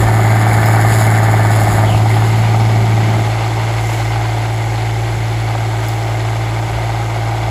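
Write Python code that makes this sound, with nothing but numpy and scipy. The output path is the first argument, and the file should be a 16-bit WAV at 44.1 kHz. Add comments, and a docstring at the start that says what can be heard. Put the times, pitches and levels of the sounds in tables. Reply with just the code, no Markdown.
"""A six-cylinder diesel tractor drags a harrow across an open field, some way from the microphone.
Its exhaust is a pulse train: it drones at the firing rate and excites the pipe's resonances, barking
unevenly from cylinder to cylinder. Combustion knock makes the block clatter, and the fan hums.
The harrow rattles, hisses and crackles through dry soil, and rings now and then on striking a stone.
Light wind buffets the microphone."""
import sys
import numpy as np
from scipy import signal
from scipy.fft import rfft, irfft
from scipy.io import wavfile

SR = 44100
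rng = np.random.default_rng(int(sys.argv[2]) if len(sys.argv) > 2 else 0)


def store_pcm(level_fs):
    """Save levels as 16-bit WAV."""
    pcm = np.round(np.clip(level_fs, -1, 1) * 32767).astype(np.int16)
    wavfile.write(sys.argv[1], SR, np.atleast_2d(pcm).T)


N = 330750
T = np.arange(N) / SR
HZ = np.fft.rfftfreq(N, 1 / SR)


def gain_of(db):
    """Amplitude ratio of a level in decibels."""
    return 10 ** (np.asarray(db) / 20)


def unit_rms(x):
    """Normalisation to rms 1."""
    return x / np.sqrt(np.mean(x ** 2) + 1e-20)


def curve(rows):
    """Linear interpolation of (t, value) rows at every sample."""
    return np.interp(T, *np.transpose(rows))


def coloured(x, spectrum):
    """Minimum-phase filtering: causal, so pulses ring after they strike; rms 1."""
    hz, db = np.transpose(spectrum)
    log_gain = np.log(gain_of(np.interp(np.log(HZ + 1), np.log(hz), db)))
    cepstrum = irfft(log_gain, N) * np.where(np.arange(N) < N // 2, 2, 0)
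    return unit_rms(irfft(rfft(x) * np.exp(rfft(cepstrum)), N))


def resonate(x, hz, width_hz):
    """Damped resonator with a gain of 1 at its peak."""
    radius = np.exp(-np.pi * width_hz / SR)
    return 2 * signal.lfilter([1 - radius], [1, -radius * np.exp(2j * np.pi * hz / SR)], x).real


def drift(rate_hz):
    """Random fluctuation: low-pass Gaussian noise of rms 1."""
    grid = T[::10]
    hz = np.fft.rfftfreq(len(grid), grid[1])
    low_pass = np.exp(-np.minimum(hz / rate_hz, 9) ** 2)
    slow = irfft(rfft(rng.standard_normal(len(grid))) * low_pass, len(grid))
    return np.interp(T, grid, unit_rms(slow))


def swell(peak_s, width_s):
    """Gaussian envelope of height 1."""
    return np.exp(-((T - peak_s) / width_s) ** 2)


def bursts(firings, decay, floor):
    """Modulated noise: it flares at each firing and decays over a share of the interval."""
    return (floor + np.exp(-(firings % 1) / decay)) * rng.standard_normal(N)


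def noise_tails(impulses, decay_s):
    """Exponentially decaying noise after each impulse; rms 1."""
    envelope = signal.lfilter([1], [1, -np.exp(-1 / (decay_s * SR))], impulses)
    return unit_rms(envelope * rng.standard_normal(N))


def lope(firings, depth_db, at_firing=3.5):
    """Amplitude modulation once an engine cycle, reaching depth_db near the strongest cylinder."""
    return gain_of(depth_db * np.cos(2 * np.pi * (firings - at_firing) / len(CYLINDERS)))


# gusts on the microphone: t/s, peak level/dB
GUSTS = [(.02, -25), (.58, -25), (.92, -27), (1.72, -23), (1.95, -23), (5.14, -26), (6.74, -26)]
def gusting(width_s=.068):
    """Superposition of the gusts' envelopes, as a gain."""
    return sum(gain_of(db) * swell(s, width_s) for s, db in GUSTS)


# spectrum of the buffeting: f/Hz, relative level/dB
WIND_SPECTRUM = [(15, -44), (35, -14), (55, 7), (80, 3), (110, 1), (170, -3.5), (300, -29), (1000, -56)]
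def wind(breeze_db=-36, breeze_db_per_s=-1.1):
    """Turbulent pressure on the microphone: a dying breeze and its gusts rumble."""
    breeze = gain_of(breeze_db + breeze_db_per_s * T)
    return (breeze + gusting()) * coloured(rng.standard_normal(N), WIND_SPECTRUM)


def swish(start_s=1.865, length_s=.1, rise_s=.012, fall_s=.02, glide_hz=(3250, 2600), width_hz=400):
    """Narrow-band noise on a falling carrier: one brief swish."""
    age = T - start_s
    carrier = np.exp(2j * np.pi * np.cumsum(np.interp(age, [0, length_s], glide_hz)) / SR)
    band = (carrier * (drift(width_hz) + 1j * drift(width_hz))).real
    envelope = np.exp(np.minimum(np.minimum(age / rise_s, (length_s - age) / fall_s), 0))
    return gain_of(-31) * envelope * band


# stones struck by the harrow: t/s, tick level/dB, ring gain/dB, swell of the hiss/dB
STONES = [(0.658, -22, -27, 1), (.987, -26, -40, 6), (1.635, -27, -40, 4), (2.145, -34, -42, -0.5),
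          (3.928, -37, -38, 4.5), (5.884, -24, -32, 2.5)]
# modes of the struck steel: f/Hz, relative level/dB, T60/s
STEEL_MODES = [(5081, 3, .05), (10600, 0, .015), (13200, 3, .015), (14298, -21, 1.6), (15331, -24, .9)]
def stone_clinks(tick_s=.005):
    """Impact and free vibration: a stone ticks against the harrow and the steel's modes ring on."""
    out, t = np.zeros(N), T[:SR]
    ring = sum(gain_of(db - 60 * t / t60) * np.sin(2 * np.pi * hz * t) for hz, db, t60 in STEEL_MODES)
    for s, tick_db, ring_db, _ in STONES:
        tick = np.exp(-t / tick_s) * unit_rms(np.diff(rng.standard_normal(SR + 1)))
        part = out[round(s * SR):][:SR]
        part += (gain_of(ring_db) * ring + gain_of(tick_db) * tick)[:len(part)]
    return out


def hiss_gain(start_m=13.5, away_m_per_s=1.45, swell_s=.11):
    """Spherical spreading: the hiss falls as 1/distance, and swells around the stones."""
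    stony_db = sum(db * swell(s, swell_s) for s, _, _, db in STONES)
    return gain_of(-35.5 + stony_db) * start_m / (start_m + away_m_per_s * T)


# spectra of the bright hiss and of the softer, crackling hiss, which has a deep notch near 9 kHz:
# f/Hz, relative level/dB
BRIGHT_SPECTRUM = [(2000, -11), (4000, -1), (5200, 0), (5700, -17), (6100, -51), (6600, 5.5), (7200, 6),
                   (8200, -0.5), (9000, -2), (10700, 5), (11200, -6.5), (11700, 1.5), (14000, -16),
                   (15300, -7.5)]
SOFT_SPECTRUM = [(2000, 6), (4400, -7), (5600, 6.5), (6500, 9), (7800, 9.5), (8500, 3), (9100, -60),
                 (9800, 3.5), (10500, 8), (11100, 0), (12800, 1), (13800, -21), (15300, -4)]
def harrow_hiss(firings, crumbs_per_s=700, crumb_s=.0013, spread_db=4, flicker_db=2):
    """Equal-power crossfade: a bright pulsing hiss yields to a softer one with crackling soil."""
    pulsing = bursts(firings - .55, decay=.37, floor=.4) * gain_of(flicker_db * drift(22))
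    bright = gain_of(4.5) * coloured(pulsing, BRIGHT_SPECTRUM)
    sizes = gain_of(spread_db * np.minimum(rng.exponential(1, N), 4))
    crumbs = noise_tails(sizes * (rng.random(N) < crumbs_per_s / SR), crumb_s)
    steadier = unit_rms(bursts(firings - .25, decay=.51, floor=.91))
    soft = gain_of(1) * coloured(steadier + gain_of(-9) * crumbs, SOFT_SPECTRUM)
    share = np.sqrt(curve(HARSHNESS))  # the bright part lingers as the harshness goes
    return hiss_gain() * (np.sqrt(share) * bright + np.sqrt(1 - share) * soft)


# resonances of the harrow's loose bars: f/Hz, bandwidth/Hz, relative level/dB
BAR_MODES = [(1537, 120, -10), (1922, 160, -3), (2088, 110, 0.5), (2250, 125, -2.5), (2850, 540, -7.5),
             (3470, 410, -7.5), (4320, 350, -8.5), (5170, 580, -9.5), (6580, 370, -15.5)]
def harrow_rattle(firings, taps_per_s=1400, clump_db=1.3, jolt_db=2.5):
    """Random impact excitation: loose bars jiggle in clumps, jolted by every firing, and each rings."""
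    out = np.zeros(N)
    jolts = gain_of(jolt_db * np.cos(2 * np.pi * (firings - .3)))
    shaking = lope(firings, depth_db=2.5, at_firing=3.6) * jolts
    for hz, width_hz, db in BAR_MODES:
        taps = (rng.random(N) < taps_per_s / SR) * rng.standard_normal(N)
        taps *= gain_of(clump_db * drift(20)) * shaking
        # resonating twice softens each tap and leaves valleys between the bars
        out += gain_of(db) * unit_rms(resonate(resonate(taps, hz, width_hz), hz, width_hz))
    return gain_of(curve(CLATTER_LEVEL) - 5) * unit_rms(out)


# fan tones: harmonic number, level at full hum/dB, level at thin hum/dB
FAN_HARMONICS = [(1, -34.5, -49.5), (2, -35, -44)]
def cooling_fan(firings, blades_per_firing=1.703, flutter_db=1.5):
    """Blade-passing tones: a belt-driven fan sheds one puff a blade, off the engine's orders."""
    blades, fullness = blades_per_firing * firings, curve(FULLNESS)
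    out = np.zeros(N)
    for harmonic, full_db, thin_db in FAN_HARMONICS:
        level_db = thin_db + (full_db - thin_db) * fullness + flutter_db * drift(3.6)
        out += gain_of(level_db) * np.sin(2 * np.pi * harmonic * blades)
    return np.sqrt(2) * out


# clatter of block and harrow, strongest midway: t/s, relative level/dB
CLATTER_LEVEL = [(0, -28.5), (1.8, -29), (2.1, -26.5), (4.0, -27), (4.6, -29), (7.5, -29)]
# response of the engine block: f/Hz, relative level/dB
BLOCK_SPECTRUM = [(300, -16), (800, 8), (1200, -4), (1550, 0), (1750, -5.5), (2120, -1.5), (2500, -6),
                  (3200, -8), (4200, -11), (5000, -14), (6000, -45), (15000, -68)]
def block_clatter(firings, flicker_db=1.5):
    """Forced vibration: combustion knock and valve gear shake the block, a little harder once a cycle."""
    knocks = bursts(firings - .4, decay=.48, floor=4.9) * lope(firings, depth_db=-1)
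    knocks *= gain_of(flicker_db * drift(40))
    return gain_of(curve(CLATTER_LEVEL) + 1.06) * coloured(knocks, BLOCK_SPECTRUM)


# the treble of rasp, hiss and hum is harsh at first, then softens: t/s, harshness (0-1)
HARSHNESS = [(0, 0.63), (.8, 0.93), (1.8, 0.62), (1.93, 0.13), (2.2, 0.33), (2.45, 0), (7.5, 0)]
# spectra of the rushing gas: f/Hz, relative level/dB
ROAR_SPECTRUM = [(30, -15), (125, -13), (165, -13), (205, -20), (245, -15), (290, -10), (335, -1),
                 (380, -0.5), (440, -10), (600, -3.5), (1200, -64)]
BOOM_SPECTRUM = [(60, -9), (140, -3.5), (200, -3.5), (260, -5.5), (330, -3), (400, -4.5), (460, -21.5),
                 (800, -39.5)]
RASP_SPECTRUM = [(700, -3.5), (1020, -3), (1100, 7), (1210, 5.5), (1300, 3.5), (1550, 10), (1680, 3),
                 (1760, 13.5), (1860, 4), (2050, 8.5), (2280, 3.5), (2450, -30), (4000, -23)]
def gas_flow(firings, roar_db=-35, boom_db=-31, rasp_db=-21.5):
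    """Flow noise pumped by the firings: a low roar, a boom while the hum is full, and a harsh rasp."""
    roar = gain_of(roar_db) * coloured(bursts(firings, decay=.74, floor=1.3), ROAR_SPECTRUM)
    boom = gain_of(boom_db) * coloured(bursts(firings, decay=.8, floor=.96), BOOM_SPECTRUM)
    surges = bursts(firings - .45, decay=.36, floor=.57) * lope(firings, depth_db=.8)
    rasp = gain_of(rasp_db) * coloured(surges, RASP_SPECTRUM)
    return roar + curve(FULLNESS) * boom + curve(HARSHNESS) * rasp


# the firing tone, which drops about halfway: t/s, level/dB
DRONE_LEVEL = [(0, -10.5), (3.0, -11.3), (3.36, -16), (6.0, -17), (7.5, -18)]
def exhaust_drone(firings, waver_db=.36):
    """Fundamental of the firing rate; it dips briefly in a gust, the more so when it is weak."""
    level_db = curve(DRONE_LEVEL)
    dip_db = 4 * gusting() / gain_of(level_db)
    amplitude = np.sqrt(2) * gain_of(level_db - dip_db + waver_db * drift(13))
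    return amplitude * np.cos(2 * np.pi * (firings + .15))


# the hum thins out as the drone drops: t/s, fullness (0-1)
FULLNESS = [(0, 1), (3.2, 0.96), (3.33, 0.31), (4.2, 0)]
# exhaust tones: multiple of the cycle rate, level at full hum/dB, level at thin hum/dB
CYCLE_HARMONICS = [(2, -48, -49), (3, -32, -30), (4, -42, -51), (5, -34, -43), (7, -42, -49), (8, -36, -46),
                   (9, -29, -39), (10, -44, -60), (11, -34, -59), (12, -32, -57), (13, -45, -57),
                   (14, -41, -53), (15, -37, -45), (16, -44, -49), (17, -32, -37), (18, -37, -39),
                   (19, -40, -45), (20, -43, -41), (21, -33, -44), (22, -43, -52), (23, -35, -47),
                   (24, -47, -47)]
def exhaust_hum(firings, flutter_db=1.5):
    """Harmonic series of the two-revolution cycle: weak tones below and above the drone."""
    cycles, low_fullness = firings / len(CYLINDERS), curve(FULLNESS)
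    # the upper harmonics soften sooner
    high_fullness = (low_fullness + np.sqrt(curve(HARSHNESS) * low_fullness)) / 2
    out = np.zeros(N)
    for multiple, full_db, thin_db in CYCLE_HARMONICS:
        fullness = low_fullness if multiple <= 2 * len(CYLINDERS) else high_fullness
        level_db = thin_db + (full_db - thin_db) * fullness + flutter_db * drift(4.3)
        out += gain_of(level_db) * np.sin(2 * np.pi * (multiple * cycles + rng.random()))
    return np.sqrt(2) * out


# cylinders in firing order: relative level/dB, delay/firing interval, pipe echo (0-1)
CYLINDERS = [(-2.5, .33, .4), (-8, .25, .2), (-5, .25, .1), (0, .28, .8), (-2.5, .25, .3), (-7, .4, .1)]
# firings that bark harder than the rest: t/s, relative level/dB
HARD_BARKS = [(.849, 2), (1.395, 2), (1.45, 2), (1.672, 2), (1.783, 2), (1.839, 2), (1.949, 3), (2.167, 5),
              (2.546, 5), (4.161, 7), (4.641, 5), (5.552, 6), (7.275, 3)]
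def exhaust_pulses(firings, scatter_db=1, jitter_s=.00007, echo_s=.002587):
    """Pulse train with reflection: each cylinder sends a sharp pulse, and the pipe returns an echo."""
    count = np.arange(1, int(firings[-1]) - 1)
    strength_db, delay, echo = np.array(CYLINDERS)[count % len(CYLINDERS)].T
    scatter, jitter = rng.standard_normal((len(count), 2)).T
    times = np.interp(count + delay, firings, T) + jitter_s * jitter
    sizes = gain_of(strength_db + scatter_db * scatter)
    for s, hard_db in HARD_BARKS:
        sizes[np.argmin(abs(times - s))] = gain_of(hard_db)
    direct = np.bincount((times * SR).astype(int), sizes, N)
    reflected = np.bincount(((times + echo_s) * SR).astype(int), sizes * echo, N)
    return direct + reflected


# resonances of the exhaust pipe: f/Hz, bandwidth/Hz, relative gain/dB
PIPE_MODES = [(570, 25, -4.5), (649, 40, -2.5), (727.7, 56, 0), (796, 43, -1.5), (892, 21, -1.5),
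              (1127, 20, -20), (1203, 86, -11.5), (1500, 170, -24)]
# how hard the exhaust barks: t/s, relative level/dB
BARK_LEVEL = [(0, -19), (.5, -18), (1.88, -19), (2.15, -23), (2.9, -23), (4.5, -26.5), (5.2, -29.5),
              (5.6, -26), (6.4, -26.5), (7.5, -24)]
def exhaust_bark(firings, puff_s=.003, silencer_hz=(500, 1400)):
    """Source and filter: pulses, turbulent puffs and steady flow excite the pipe; a silencer follows."""
    pulses = exhaust_pulses(firings)
    puffs = gain_of(-6) * noise_tails(pulses, puff_s)
    flow = gain_of(-4) * rng.standard_normal(N)
    drive = gain_of(1) * unit_rms(pulses) + puffs + flow
    pipe = sum(gain_of(db) * resonate(drive, hz, width) for hz, width, db in PIPE_MODES)
    silencer = signal.butter(3, silencer_hz, "bandpass", fs=SR, output="sos")
    return gain_of(curve(BARK_LEVEL) - 1) * unit_rms(signal.sosfilt(silencer, pipe))


# engine speed, sagging once under load: t/s, firing rate/Hz
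FIRING_RATE = [(0.0, 110.08), (0.98, 110.25), (1.78, 107.9), (2.4, 111.52), (3.18, 110.79), (3.55, 111.99),
               (4.62, 111.73), (4.96, 112.73), (5.76, 111.3), (6.8, 112.4), (7.5, 112.04)]
def scene():
    """Superposition of all sources; the engine's sounds share one phase, the count of firings."""
    firings = np.cumsum(curve(FIRING_RATE)) / SR
    tones = exhaust_drone(firings) + exhaust_hum(firings) + cooling_fan(firings)
    tractor = tones + exhaust_bark(firings) + gas_flow(firings) + block_clatter(firings)
    harrow = harrow_hiss(firings) + harrow_rattle(firings) + stone_clinks()
    return (tractor + harrow + swish() + wind())[None]


def record(dry, ceiling=.78, notch_hz=9050, notch_width_hz=380, notch_db=-21, cutoff_hz=15500):
    """Soft saturation rounds the loudest peaks; a deep treble notch and a low-pass filter follow."""
    rounded = dry / (1 + (dry / ceiling) ** 12) ** (1 / 12)
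    notch = gain_of(notch_db * np.exp(-((HZ - notch_hz) / notch_width_hz) ** 2))
    notched = irfft(rfft(rounded) * notch, N)
    low_pass = signal.firwin(511, cutoff_hz, window=("kaiser", 9), fs=SR)
    return signal.oaconvolve(notched, low_pass[None], "same")


dry = scene()
out = record(dry)
store_pcm(out)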